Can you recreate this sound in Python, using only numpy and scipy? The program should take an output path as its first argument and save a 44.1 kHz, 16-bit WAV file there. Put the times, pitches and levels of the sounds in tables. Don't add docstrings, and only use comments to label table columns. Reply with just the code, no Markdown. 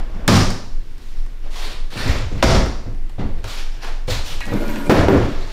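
import sys
import numpy as np
from scipy import signal
from scipy.io import wavfile
from scipy.ndimage import uniform_filter1d

SR = 44100
rng = np.random.default_rng(int(sys.argv[2]) if len(sys.argv) > 2 else 0)


def log_audio(samples):
    frames = np.atleast_2d(samples).T
    limited = np.clip(frames, -1, 1)
    pcm = np.round(limited * 32767).astype(np.int16)
    wavfile.write(sys.argv[1], SR, pcm)


def volts(x):
    e = np.asarray(x, float) / 20
    return 10 ** e


N = 243431

BAND_EDGES = 36 * 2 ** np.arange(0, 9.1, 1 / 3)

RUMBLE_LOW_HZ, RUMBLE_HIGH_HZ = 12.85, 22.94
RUMBLE_DB, RUMBLE_EVENING_S = -20, 0.49

# frequency in Hz, level in dB per Hz.
HISS_COLOUR = [(38, -21), (60, -26.5), (120, -24), (170, -25.5), (270, -19.5), (650, -32.5), (1200, -35),
               (2100, -35), (4800, -43), (8000, -50), (16000, -55.5)]
HISS_DB = -47.5

# start in seconds, level in dB.
FLOOR_LOADS = [(0.07, -29), (0.3, -4), (1.2, -40), (1.68, -27), (2.03, -2), (2.18, -9.5), (2.33, -25),
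               (2.442, 0), (2.56, -12), (2.97, -26), (3.24, -19), (4.07, -11.5), (4.3, -21), (4.52, -30),
               (4.95, 1.5), (5.1, 0), (5.38, -24)]
# frequency in Hz, level in dB per Hz.
FLOOR_COLOUR = [(38, -28), (60, 0), (90, -4), (140, -9.5), (300, -90), (16000, -120)]
FLEX_RISE_S, FLEX_T60_S, FLEX_REST_DB = 0.0086, 0.58, -34

# frequency in Hz, time to fall by 60 dB in seconds.
ROOM_T60 = [(50, 0.95), (120, 0.47), (300, 0.63), (1000, 0.65), (3000, 0.55), (4900, 0.68), (7500, 0.59),
            (16000, 0.22)]
ROOM_DB, ROOM_BUILD_S = 3.5, 0.0014

# time in seconds, level in dB.
CREAK = [(2.85, -58), (2.896, -71), (3.108, -62), (3.16, -82), (3.208, -49), (3.3, -68)]
# frequency in Hz, width in Hz, level in dB.
CREAK_TONES = [(2020, 78, 3), (4300, 170, -14.5)]
# frequency in Hz, level in dB, time to fall by 60 dB in seconds.
RIVET_MODE = [(12000, -36, 0.2)]

# start in seconds, force in dB, brightness in dB per octave.
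TICKS = [(0.2783, -6.5, 6), (0.503, -26.5, 3.5), (0.98, -47, 3.5), (1.262, -42, 1), (2.4257, -1.5, -16),
         (2.4388, -22, -2), (2.6594, -21, -1), (2.9467, -49, 2.5), (3.0947, -38, 1.3), (3.4415, -22.5, -1),
         (4.4052, -25, 1.5), (4.4547, -33, 2.2), (4.4644, -36, 4), (4.5366, -30.5, 2), (4.6796, -32.5, 5),
         (4.758, -23, -2), (5.0893, -18, -3)]
# frequency in Hz, level in dB per Hz.
TICK_COLOUR = [(200, 11), (800, 15.5), (3000, 4.5), (8000, -5), (16000, -19)]
TICK_T60_S, TICK_ROOM_DB = 0.024, -5

# time of fullest sound in seconds less the speeding up, speeding up
# in seconds, slowing down in seconds, level in dB, brightness in dB per octave.
SHUFFLES = [(-0.05, 0.036, 0.02, -13, -4), (0.07, 0.035, 0.39, -40, -6), (0.78, 0.13, .08, -54, 3),
            (0.95, 0.12, 0.27, -46.5, 2.3), (1.42, 0.027, 0.056, -41.5, -3), (1.501, 0.14, 0.1, -25.5, 0),
            (1.9, 0.15, 0.16, -21.5, -0.95), (2.3, 0.12, 0.053, -32, -2.5), (3.27, 0.09, 0.16, -44, -3),
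            (3.43, 0.084, 0.11, -28.5, 1.7), (3.68, 0.085, 0.077, -42, -1.5),
            (3.798, 0.042, .075, -29, -0.9), (4.071, 0.041, 0.097, -23, 1.4), (4.24, 0.043, .085, -29, 2.3),
            (4.9, 0.033, .19, -39, 1), (5.12, 0.11, 0.78, -34, -2), (5.45, 0.12, .05, -60, 15)]
# frequency in Hz, level in dB per Hz.
SOLE_COLOUR = [(40, 1), (120, -18.5), (250, -7), (600, -3), (1500, -4.5), (3000, -6), (4800, -7.5),
               (7000, -17), (11000, -24.5), (16000, -30.5)]
SET_OFF_DB, COME_TO_REST_DB = -14.5, -16
DULLING_DB_PER_OCTAVE = -3
LIGHT_TOUCH_DB_PER_OCTAVE = 0
PATCHY_DB, PATCHES_PER_S = 2.5, 6.1

# start in seconds, force in dB, brightness in dB per octave, body ring in dB.
STEPS = [(1.919, -22, 2.8, -14), (1.948, -25.5, -3, -26), (2.051, -15.5, -1.3, -19),
         (2.309, -25.5, -7, -17), (2.349, -25.5, -3, -3), (2.855, -28, -2, 11), (3.181, -19.5, -2, 3),
         (3.19, -21, 5, -3), (3.208, -19.5, -2, -5.5), (3.44, -28.5, 4, 0), (3.83, -43, 9, -10),
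         (4.078, -14.5, 8, 1), (4.29, -30, -0.5, 2)]
# frequency in Hz, level in dB per Hz.
STEP_CRACK = [(40, 5.5), (100, -5), (250, -4), (500, -13), (900, -17), (1500, -25.5), (4000, -33.5),
              (7000, -52), (16000, -90)]
# frequency in Hz, level in dB, time to fall by 60 dB in seconds.
BOARD_MODES = [(61, -20, 0.1), (106, 7.5, 0.28), (254, -21, 0.073), (494, 5.5, 0.075), (600, 2, 0.032),
               (777, -5, 0.039), (1230, -12, 0.014)]

# time in seconds, level in dB.
DRAG = [(4.42, -24), (4.448, -42), (4.51, -29), (4.518, -23), (4.706, -20.5), (4.832, -23.5),
        (4.864, -20.5), (4.88, -21)]
# frequency in Hz, level in dB per Hz.
DRAG_COLOUR = [(40, -20), (150, -17), (260, 6.5), (600, -14), (1000, -10.5), (2200, -18), (4000, -19.5),
               (8000, -28), (16000, -35)]
# frequency in Hz, width in Hz, level in dB.
FRAME_TONES = [(216, 22, 10.5), (283, 8.8, 9), (580, 36, 1), (962, 38, -3.5), (1431, 12, -3),
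               (1570, 80, -7), (2125, 110, -7), (2390, 35, -7), (11800, 450, -16), (12400, 900, -20),
               (13100, 600, -23)]

# start in seconds, force in dB, brightness in dB per octave, body ring in dB.
CHAIR_HITS = [
    (4.475, -20, 2.5, -2),
    (4.519, -15.5, -1.5, 3.5),
    (4.619, -19.5, 1, -3),
    (4.859, -25, -5, 6),
    (4.895, 8, 1.4, -3.5),
    (5.082, 3, 0, 5.5),
]
# frequency in Hz, level in dB per Hz.
CHAIR_CRACK = [(40, -11), (110, -11), (170, -0.5), (290, -2), (500, -6.5), (900, -16), (1600, -19),
               (2600, -28.5), (5000, -37), (9000, -51.5), (16000, -54)]
# frequency in Hz, level in dB, time to fall by 60 dB in seconds.
CHAIR_MODES = [(116, 0, 0.56), (135, -22, 0.18), (202, 3.5, 0.23), (215, -25, 0.18), (293.4, 9, 0.15),
               (364, -4, 0.26), (469, 3, 0.16), (585, 0, 0.13), (735, -29, .05), (817, 2, 0.043),
               (1150, -28, 0.041)]
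# frequency in Hz, level in dB, time to fall by 60 dB in seconds.
BACK_LEG_MODES = [(117.3, 0, 0.43), (232.5, -3, 0.17), (283, 1, 0.4), (391, 0.5, 0.16), (500, 0, 0.1),
                  (705, 3.5, 0.016), (940, -3, 0.026)]
# start in seconds, force in dB.
HINGE_HITS = [(4.4091, -24), (4.4897, -32), (4.6864, -37), (4.758, -32.8)]
# frequency in Hz, level in dB, time to fall by 60 dB in seconds.
HINGE_MODES = [(1670, -2.5, 0.061), (1740, -45, 0.089), (1920, 0, 0.081), (2200, -1, 0.063),
               (2540, 1, 0.038), (2860, -4, 0.052), (4010, -0.5, 0.023)]

# start in seconds, force in dB, brightness in dB per octave, body ring in dB.
DOOR_HITS = [
    (0.14, -32.5, -2, 7),
    (0.279, 4.5, 0.44, 0.5),
    (0.352, -9, 5.5, -8),
    (2.4256, 2.5, 0.56, 5),
    (2.545, -8, -0.5, 1),
]
# frequency in Hz, level in dB per Hz.
DOOR_CRACK = [(40, -40), (100, 4), (220, 0.5), (400, -7), (800, -11), (1500, -14.5), (2800, -20),
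              (4000, -20), (5200, -19), (6800, -28.5), (10000, -40.5), (16000, -47)]
# frequency in Hz, level in dB, time to fall by 60 dB in seconds.
FIRST_DOOR_MODES = [(78.2, -9.5, 1.26), (103.3, 1.5, 0.51), (186.4, 7, 0.2), (227, -3.5, 0.45),
                    (253.7, -2, 0.44), (353, -4.5, 0.053), (405, -16, 0.11), (550, -14, 0.06),
                    (1202, -2, 0.059)]
# frequency in Hz, level in dB, time to fall by 60 dB in seconds.
SECOND_DOOR_MODES = [(48.6, -2, 0.6), (69.4, 0.5, 0.31), (120, -32, 0.18), (235, -11, 0.13),
                     (269, -15, 0.51), (378.6, -9.5, 0.28), (539, 1, 0.083), (657, -3, 0.085),
                     (937, -9, 0.12), (1294, -3, 0.046), (2089, -2.5, 0.03), (3400, -1, 0.0084)]

CONTACT_CYCLES = 0.49
CRACK_RISE_S = 0.0077
LIMIT_DB, RELEASE_DB_PER_S, ATTACK_S = -2, 133, 0.0012
TOP_CUT_HZ = 15900


def rms_one(x):
    return x / np.sqrt(np.mean(x ** 2) + 1e-20)


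def at_hz(points, hz):
    points = np.array(points)
    return np.interp(np.log(hz), np.log(points[:, 0]), points[:, 1])


def in_time(rows):
    s, *columns = np.transpose(rows)
    t = np.arange(N) / SR
    gate = np.clip(np.minimum(t - s[0], s[-1] - t) / 0.005, 0, 1)
    return gate, [np.interp(t, s, c) for c in columns]


def one_pole(x, seconds):
    r = np.exp(-1 / (seconds * SR))
    return signal.lfilter([1 - r], [1, -r], x)


def density(spectrum, hz):
    grid = np.linspace(BAND_EDGES[0], BAND_EDGES[-1], num=4000)
    return volts(at_hz(spectrum, hz)) ** 2 / np.mean(volts(at_hz(spectrum, grid)) ** 2)


def noise_bands(power):
    white = rng.standard_normal((2, N))
    out = 0
    for k, (low, high) in enumerate(zip(BAND_EDGES, BAND_EDGES[1:])):
        band = signal.butter(2, [low, high], "band", fs=SR, output="sos")
        loudness = np.sqrt(power(np.sqrt(low * high)))
        out = out + signal.sosfilt(band, white[k % 2] * loudness)
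    return out


def strikes(times, gains):
    out = np.full(N, 1e-18)
    np.add.at(out, np.round(np.asarray(times) * SR).astype(int), gains)
    return out


def dying(impulses, t60):
    return signal.lfilter([1], [1, -volts(-120 / (t60 * SR))], impulses)


def ring(clicks, hz, t60):
    r = volts(-60 / (t60 * SR))
    w = 2 * np.pi * hz / SR
    return signal.lfilter([0, np.sin(w)], [1, -2 * r * np.cos(w), r * r], clicks)


def cracks(hits, crack, hz):
    s, force_db, tilt = np.transpose(hits)[:3]
    colour_db = np.clip(tilt, -4, 3) * np.log2(hz / 1000)
    return strikes(s, density(crack, hz) * volts(force_db + colour_db) ** 2)


def body(hits, modes, shake_t60, ring_db, shake_db, most_db=4):
    s, force_db, *colour = np.transpose(hits)
    body_db = np.minimum(colour[-1], most_db) if colour else 0
    blow = strikes(s, volts(force_db + body_db + ring_db))
    shake = volts(shake_db) * np.sqrt(dying(blow ** 2, shake_t60))
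    white = rng.standard_normal((len(modes), N)) / np.sqrt(shake_t60 * SR / 14)
    out = 0
    for k, (hz, mode_db, t60) in enumerate(modes):
        push = one_pole(blow, CONTACT_CYCLES / hz) + shake * white[k]
        out = out + (-1) ** k * volts(mode_db) * ring(push, hz, t60)
    return out


def grit(rough_db, per_s):
    steps = rng.standard_normal(N // 20 + 2)
    r = np.exp(-40 * np.pi * per_s / SR)
    flicker = rms_one(signal.lfilter([1], [1, -r], steps))
    return volts(rough_db * np.interp(np.arange(N) / 20, np.arange(len(steps)), flicker))


def room(power, hz):
    tail = one_pole(power, at_hz(ROOM_T60, hz) / np.log(1e6))
    return power + volts(ROOM_DB) ** 2 * one_pole(tail, ROOM_BUILD_S)


def rumble():
    band = signal.butter(3, [RUMBLE_LOW_HZ, RUMBLE_HIGH_HZ], "band", fs=SR, output="sos")
    swell = signal.sosfilt(band, rng.standard_normal(N + SR))[SR:]
    strength = np.sqrt(uniform_filter1d(swell ** 2, size=int(RUMBLE_EVENING_S * SR)))
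    return volts(RUMBLE_DB) * swell / strength


def hiss(hz):
    return volts(HISS_DB) ** 2 * density(HISS_COLOUR, hz)


def floor_flex():
    s, level_db = np.transpose(FLOOR_LOADS)
    loads = strikes(s, volts(level_db) ** 2)
    return one_pole(dying(loads, FLEX_T60_S), FLEX_RISE_S) + volts(FLEX_REST_DB) ** 2


def fittings():
    gate, (level_db,) = in_time(CREAK)
    slips = gate * volts(level_db) * rng.standard_normal(N)
    out = 0
    for hz, width_hz, peak_db in CREAK_TONES:
        out = out + volts(peak_db - 44.5) * width_hz / 4 * ring(slips, hz, 3.3 / width_hz)
    for hz, level_db, t60 in RIVET_MODE:
        out = out + ring(strikes([5.09], volts(level_db)), hz, t60)
    return out


def shuffles():
    level, tilt = 1e-9, 0
    for s, rise, fall, level_db, bright in SHUFFLES:
        gate, (phase,) = in_time([(s, -1), (s + rise, 0), (s + rise + fall, 1)])
        end_db = np.where(phase < 0, SET_OFF_DB, COME_TO_REST_DB)
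        slide = gate * volts(level_db - 9.5 + phase ** 2 * end_db)
        colour = bright + DULLING_DB_PER_OCTAVE * phase / 2
        colour = colour + LIGHT_TOUCH_DB_PER_OCTAVE * (phase ** 2 - 0.5)
        level = level + slide
        tilt = tilt + slide * colour
    return (level * grit(rough_db=3.5, per_s=16)) ** 2, tilt / level


def boards():
    return body(STEPS, BOARD_MODES, shake_t60=0.18, ring_db=-8.5, shake_db=-2.0)


def drag():
    gate, (level_db,) = in_time(DRAG)
    force = gate * volts(level_db) * grit(rough_db=2.0, per_s=22)
    hum = 0
    for hz, width_hz, peak_db in FRAME_TONES:
        slips = force * grit(rough_db=4.5, per_s=11) * rng.standard_normal(N)
        hum = hum + volts(peak_db - 57.5) * np.sqrt(width_hz) * ring(slips, hz, 3.6 / width_hz)
    return force, hum


def chair():
    out = body(CHAIR_HITS[:5], CHAIR_MODES, shake_t60=0.3, ring_db=-6, shake_db=-8.0)
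    out += body(CHAIR_HITS[5:], BACK_LEG_MODES, shake_t60=0.26, ring_db=-4, shake_db=-7)
    out += body(HINGE_HITS, HINGE_MODES, shake_t60=0.25, ring_db=-10, shake_db=9.5)
    return out


def doors():
    out = body(DOOR_HITS[:3], FIRST_DOOR_MODES, shake_t60=0.55, ring_db=-10.0, shake_db=-1.0)
    out += body(DOOR_HITS[3:], SECOND_DOOR_MODES, shake_t60=0.53, ring_db=-8, shake_db=-3.0)
    return out


def scene():
    rub, tilt = shuffles()
    force, hum = drag()
    flex = floor_flex()

    def power(hz):
        blows = dying(cracks(DOOR_HITS, DOOR_CRACK, hz), t60=0.036)
        blows += dying(cracks(STEPS, STEP_CRACK, hz), t60=0.041)
        blows += dying(cracks(CHAIR_HITS, CHAIR_CRACK, hz), t60=0.034)
        ticks = dying(cracks(TICKS, TICK_COLOUR, hz), TICK_T60_S)
        friction = rub * density(SOLE_COLOUR, hz) * volts(tilt * np.log2(hz / 2000)) ** 2
        friction += (volts(-15.5) * force) ** 2 * density(DRAG_COLOUR, hz)
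        friction *= grit(PATCHY_DB, PATCHES_PER_S) ** 2
        steady = hiss(hz) + volts(-12.0) ** 2 * flex * density(FLOOR_COLOUR, hz)
        into_room = one_pole(blows, CRACK_RISE_S) + friction + volts(TICK_ROOM_DB) ** 2 * ticks
        return room(into_room, hz) + ticks + steady

    background = rumble() + fittings()
    mix = background + noise_bands(power) + boards() + hum + chair() + doors()
    return mix[None]


def low_pass(x):
    return signal.sosfilt(signal.butter(12, 16530, fs=SR, output="sos"), x)


def record(dry):
    t = np.arange(N) / SR
    over_db = np.maximum(20 * np.log10(np.abs(dry[0]) + 1e-9) - LIMIT_DB, 0)
    held_db = np.maximum.accumulate(over_db + RELEASE_DB_PER_S * t) - RELEASE_DB_PER_S * t
    duck_db = np.roll(one_pole(held_db, ATTACK_S), shift=-40)
    limited = np.clip(dry * volts(-duck_db), -1, 1)
    top_cut = signal.cheby2(14, 35, TOP_CUT_HZ, fs=SR, output="sos")
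    return low_pass(signal.sosfilt(top_cut, limited))


dry = scene()
out = record(dry)
log_audio(out)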